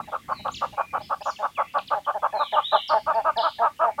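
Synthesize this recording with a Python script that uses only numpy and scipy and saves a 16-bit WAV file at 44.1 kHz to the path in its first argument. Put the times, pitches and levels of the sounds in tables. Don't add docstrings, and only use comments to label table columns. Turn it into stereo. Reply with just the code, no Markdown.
import sys
import numpy as np
from scipy import signal
from scipy.fft import rfft, irfft
from scipy.io import wavfile
from scipy.ndimage import uniform_filter1d

SR = 44100
rng = np.random.default_rng(int(sys.argv[2]) if len(sys.argv) > 2 else 0)


def inscribe(sig):
    pcm = np.round(np.clip(np.atleast_2d(sig).T, -1, 1) * 32767)
    wavfile.write(sys.argv[1], SR, pcm.astype(np.int16))


def gain_from_db(level_db):
    decades = np.asarray(level_db, float) / 20
    return 10 ** decades


N = 176400
FLUTTER_DB = 3.0


def at_hz(points, hz):
    table_hz, table_db = np.transpose(points)
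    return np.interp(np.log(np.maximum(hz, 1)), np.log(table_hz), table_db)


def colour(x, points):
    gain = gain_from_db(at_hz(points, np.fft.rfftfreq(len(x), 1 / SR)))
    return irfft(rfft(x) * gain, len(x))


def rms_one(x):
    return x / np.sqrt(np.mean(x ** 2))


def add(track, s, sound):
    i = int(round(s * SR))
    a, b = max(i, 0), min(i + len(sound), N)
    track[a:b] += sound[a - i:b - i]


def tone(hz, gain):
    edge = np.minimum(np.arange(len(hz)), np.arange(len(hz))[::-1]) / (0.0029 * SR)
    phase = 2 * np.pi * np.cumsum(hz) / SR
    return np.sqrt(2) * gain * np.minimum(edge, 1) * np.sin(phase)


def gusts(depth_db, per_s):
    steps = rng.standard_normal(N // 100)
    return gain_from_db(depth_db * np.interp(np.arange(N) / SR * per_s, np.arange(len(steps)), steps))


# (time [s], bright cluck length [s], bright top pitch [Hz], mate's top pitch [Hz])
EXCITEMENT_OVER_TIME = [(0, 0.057, 271, 211), (2.577, 0.057, 304.5, 214.2), (3.418, 0.077, 332.9, 234.9)]


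def excitement(s):
    t, *columns = np.transpose(EXCITEMENT_OVER_TIME)
    return [np.interp(s, t, column) for column in columns]


PEAK_AT, SWELL = 0.3704, 1.095
RISE, FALL = .27, .17
JITTER = 0.11
OPENING_DB = 3


def clucks(rows, throat):
    out = np.zeros(N)
    chance = rng.standard_normal((len(rows), 15, 3, 64))
    knots = np.arange(64)
    for (s, length, db, top_hz, rough), draws in zip(rows, chance):
        u = np.arange(int(length * SR)) / (length * SR)
        effort = np.interp(u, [0, PEAK_AT, 1], [0, .5, 1])
        drop = np.where(effort < .5, RISE, FALL) * (2 * effort - 1) ** 2
        cycles = np.cumsum(top_hz * (1 - drop)) / SR
        cycles = cycles + JITTER * rough * np.interp(cycles, knots, draws[0, 0])
        hoarse = rough * (1 + 2 * u ** 3)
        voice = 0
        for k in range(1, 15):
            size = hoarse * np.interp(cycles, knots, draws[k, 0])
            shift = hoarse * np.interp(cycles, knots, draws[k, 1])
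            opening = gain_from_db(OPENING_DB * min(k, 7) * (u - 1.0))
            phase = 2 * np.pi * k * cycles + shift * k / 4 + draws[k, 2, 0]
            voice = voice + opening * (1 + size) * np.cos(phase)
        swell = np.sin(np.pi * effort) ** SWELL
        add(out, s, gain_from_db(db) * rms_one(colour(voice, throat)) * swell)
    return out


# (time [s], level [dB])
BRIGHT_CLUCKS = [(-.04, -24.5), (.114, -19.5), (0.281, -18), (.444, -20.5), (0.608, -21), (.769, -19),
                 (.928, -18.5), (1.094, -18.5), (1.252, -19), (1.417, -18.5), (1.573, -15.5),
                 (1.738, -16.5), (1.902, -17), (2.063, -17), (2.219, -16.5), (2.386, -17.5), (2.553, -15),
                 (2.715, -15.5), (2.891, -16), (3.062, -14.5), (3.242, -15.5), (3.418, -17), (3.61, -15),
                 (3.79, -15), (3.978, -16)]
# (frequency [Hz], level [dB])
BRIGHT_THROAT_COLOUR = [(300, -36), (450, -20), (600, -8.5), (850, 0), (990, -5.5), (1150, 4.5), (1400, -4),
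                        (1650, -15.5), (1950, -34), (2700, -27), (4000, -53)]


def bright_hornbill():
    rows = []
    for s, db in BRIGHT_CLUCKS:
        length, top_hz, _ = excitement(s)
        first_s, last_s = EXCITEMENT_OVER_TIME[0][0], EXCITEMENT_OVER_TIME[2][0]
        rough = np.interp(s, [first_s, last_s], [.7, .24])
        rows.append((s, length, db, top_hz, rough))
    return clucks(rows, BRIGHT_THROAT_COLOUR)


# (time [s], length [s], level [dB])
MATE_CLUCKS = [(0.072, .035, -36.5), (0.389, 0.027, -43), (0.722, 0.037, -39.5), (0.996, 0.032, -35.5),
               (1.204, 0.026, -32), (1.385, 0.049, -28.5), (1.574, 0.037, -27.5), (1.753, 0.054, -27.5),
               (1.939, 0.059, -25), (2.138, 0.048, -24), (2.323, 0.066, -21), (2.521, 0.043, -18),
               (2.72, 0.0617, -15.5), (2.927, 0.069, -18), (3.132, 0.088, -19), (3.357, 0.072, -19),
               (3.583, 0.09, -17), (3.807, 0.11, -19.5)]
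# (frequency [Hz], level [dB])
MATE_THROAT_COLOUR = [(250, -31), (430, -15), (660, 5.5), (880, 9.5), (1150, -14.5), (1400, -11),
                      (1750, -12.5), (2400, -51)]
TICK_HZ, TICK_S, TICK_DB = 1733, 0.015, -21


def low_hornbill():
    rough = .17
    rows = [(s, length, db, excitement(s)[2], rough) for s, length, db in MATE_CLUCKS]
    out = clucks(rows, MATE_THROAT_COLOUR)
    tick = np.hanning(int(TICK_S * SR))
    for s, _, db in MATE_CLUCKS:
        add(out, s, tone(np.full(len(tick), TICK_HZ), gain_from_db(db + TICK_DB) * tick))
    return out


def echoes(x, t60, build_s):
    t = np.arange(SR // 2) / SR
    tail = rng.standard_normal(len(t)) * gain_from_db(-60 * t / t60)
    tail = tail * (1 - np.exp(-t / build_s)) * gusts(FLUTTER_DB, per_s=60.9)[:len(t)]
    return signal.fftconvolve(x, tail / np.sqrt(np.sum(tail ** 2)))[:N]


# (time [s], level [dB])
RUMBLE_LEVEL = [(0, -49), (1.9, -60), (2.6, -63.5), (3.099, -55.5), (3.5, -59.5)]


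def rumble():
    s, db = np.transpose(RUMBLE_LEVEL)
    band = signal.butter(3, [50, 270], "band", fs=SR, output="sos")
    noise = rms_one(signal.sosfilt(band, rng.standard_normal(N)))
    level = gain_from_db(np.interp(np.arange(N) / SR, s, db))
    return noise * level * gusts(4.5, per_s=14)


# (frequency [Hz], relative level [dB per Hz])
HISS_COLOUR = [(40, -30), (330, -27.5), (1200, -31.5), (2800, -25.5), (6000, -31), (15700, -35.5)]
# (frequency [Hz], level [dB])
HISS_SIDE_COLOUR = [(25, -36.5), (300, -2), (2500, -5.5), (6000, -1.5)]


def hiss():
    mid, side = [colour(row, HISS_COLOUR) for row in rng.standard_normal((2, N))]
    gain = gain_from_db(-58) / np.std(mid)
    return gain * mid, gain * colour(side, HISS_SIDE_COLOUR)


CHORUS_PER_S, CHORUS_DB = 50, -64
CHORUS_LOW_HZ, CHORUS_HIGH_HZ = 2300, 3997


def chorus():
    out = np.zeros(N)
    u = np.linspace(0, 1, SR // 40)
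    for when, start, glide, size in rng.random((int(CHORUS_PER_S * N / SR), 4)):
        start_hz = CHORUS_LOW_HZ + (CHORUS_HIGH_HZ - CHORUS_LOW_HZ) * start ** 2
        hz = start_hz * (1 - 0.406 * glide * u)
        add(out, when * N / SR, tone(hz, gain_from_db(CHORUS_DB + 16.3 * size) * np.sin(np.pi * u)))
    return out


# (time [s], pitch [Hz], level [dB])
WHISTLE_CONTOURS = [
    [(.315, 4655, -58), (.4, 3790, -42.5)],
    [(.765, 2450, -53), (.93, 2390, -55)],
    [(1.195, 2142, -69), (1.227, 2736, -41.5), (1.238, 6740, -52.5), (1.252, 7210, -48),
     (1.278, 4950, -48.5)],
    [(2.32, 2550, -49.5), (2.5, 2210, -66)],
    [(2.35, 4250, -46.5), (2.41, 3800, -38.5), (2.49, 2886, -42.5)],
    [(2.615, 2800, -44.5), (2.655, 3710, -28), (2.69, 3907, -39.5), (2.74, 4030, -34.5)],
    [(2.74, 3810, -27), (2.76, 3086, -32), (2.8, 2733, -43), (2.855, 3293, -38)],
    [(2.7, 2400, -56.5), (2.96, 2090, -59.5)],
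    [(3.387, 5200, -40), (3.455, 2900, -37)],
]
# (time [s], pitch [Hz], level [dB])
ARCHED_CALL = [(.99, 1060, -60), (1.028, 1780, -50), (1.08, 1150, -64)]


def whistlers():
    out = np.zeros(N)
    for rows, multiple in [(rows, 1) for rows in WHISTLE_CONTOURS] + [(ARCHED_CALL, 2), (ARCHED_CALL, 3)]:
        s, hz, db = np.transpose(rows)
        t = np.arange(s[0], s[-1], 1 / SR)
        smooth_hz = uniform_filter1d(np.interp(t, s, hz), size=400)
        add(out, s[0], tone(multiple * smooth_hz, gain_from_db(np.interp(t, s, db))))
    return out


# (time [s], length [s], from [Hz], to [Hz], level [dB])
CHIRP_SWEEPS = [(0.479, 0.0076, 5400, 2590, -38), (0.512, 0.029, 5780, 7210, -45),
                (0.537, 0.02, 5460, 2570, -36), (0.543, 0.058, 7600, 2640, -38.5),
                (1.206, .024, 4300, 5250, -49), (1.284, 0.053, 7100, 4200, -45.5),
                (1.357, 0.022, 3910, 2590, -42.5), (1.421, 0.026, 3050, 3700, -51),
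                (1.547, 0.075, 3260, 1950, -40), (1.724, 0.019, 3060, 5180, -61),
                (1.781, 0.021, 5620, 2350, -37), (1.873, .024, 5910, 2800, -39.5),
                (2.046, 0.019, 3710, 2960, -43.5), (2.504, 0.055, 3103, 1660, -45.5),
                (2.528, 0.041, 4100, 2800, -33.5), (2.876, 0.041, 6070, 4240, -36),
                (3.141, 0.0306, 5450, 4340, -48.5), (3.368, 0.033, 5510, 2845, -30),
                (3.397, .032, 4800, 3350, -35)]


def chirpers():
    out = np.zeros(N)
    for s, length, from_hz, to_hz, db in CHIRP_SWEEPS:
        u = np.arange(int(length * SR)) / (length * SR)
        hz = to_hz + (from_hz - to_hz) * (1 - u) ** 2.4
        add(out, s, tone(hz, gain_from_db(db) * np.sin(np.pi * u ** 0.92)))
    return out


FAR_T60_S, FAR_BUILD_S = 0.53, 0.0044


def scene():
    pair = bright_hornbill() + low_hornbill()
    near_echo = gain_from_db(-15.5) * echoes(pair, 0.11, 0.003)
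    hiss_mid, hiss_side = hiss()
    whistles, chirps = whistlers(), chirpers()
    song = chirps + gain_from_db(-4) * whistles * gusts(FLUTTER_DB, per_s=90)
    far = gain_from_db(-4) * chirps + whistles + chorus()
    far_echo = gain_from_db(0.5) * echoes(far, FAR_T60_S, FAR_BUILD_S)
    side_echo = gain_from_db(-24) * echoes(far + gain_from_db(-26.5) * pair, FAR_T60_S, FAR_BUILD_S)
    mid = pair + near_echo + song + far_echo + hiss_mid + rumble()
    side = side_echo + hiss_side + gain_from_db(-18.0) * rumble()
    return np.array([mid + side, mid - side])


def roll_off(x):
    return signal.sosfilt(signal.butter(12, 15880, fs=SR, output="sos"), x)


def record(dry):
    edge = np.minimum(np.arange(N), np.arange(N)[::-1]) / (.002 * SR)
    mix = dry * np.minimum(edge, 1)
    return roll_off(mix)


dry = scene()
out = record(dry)
inscribe(out)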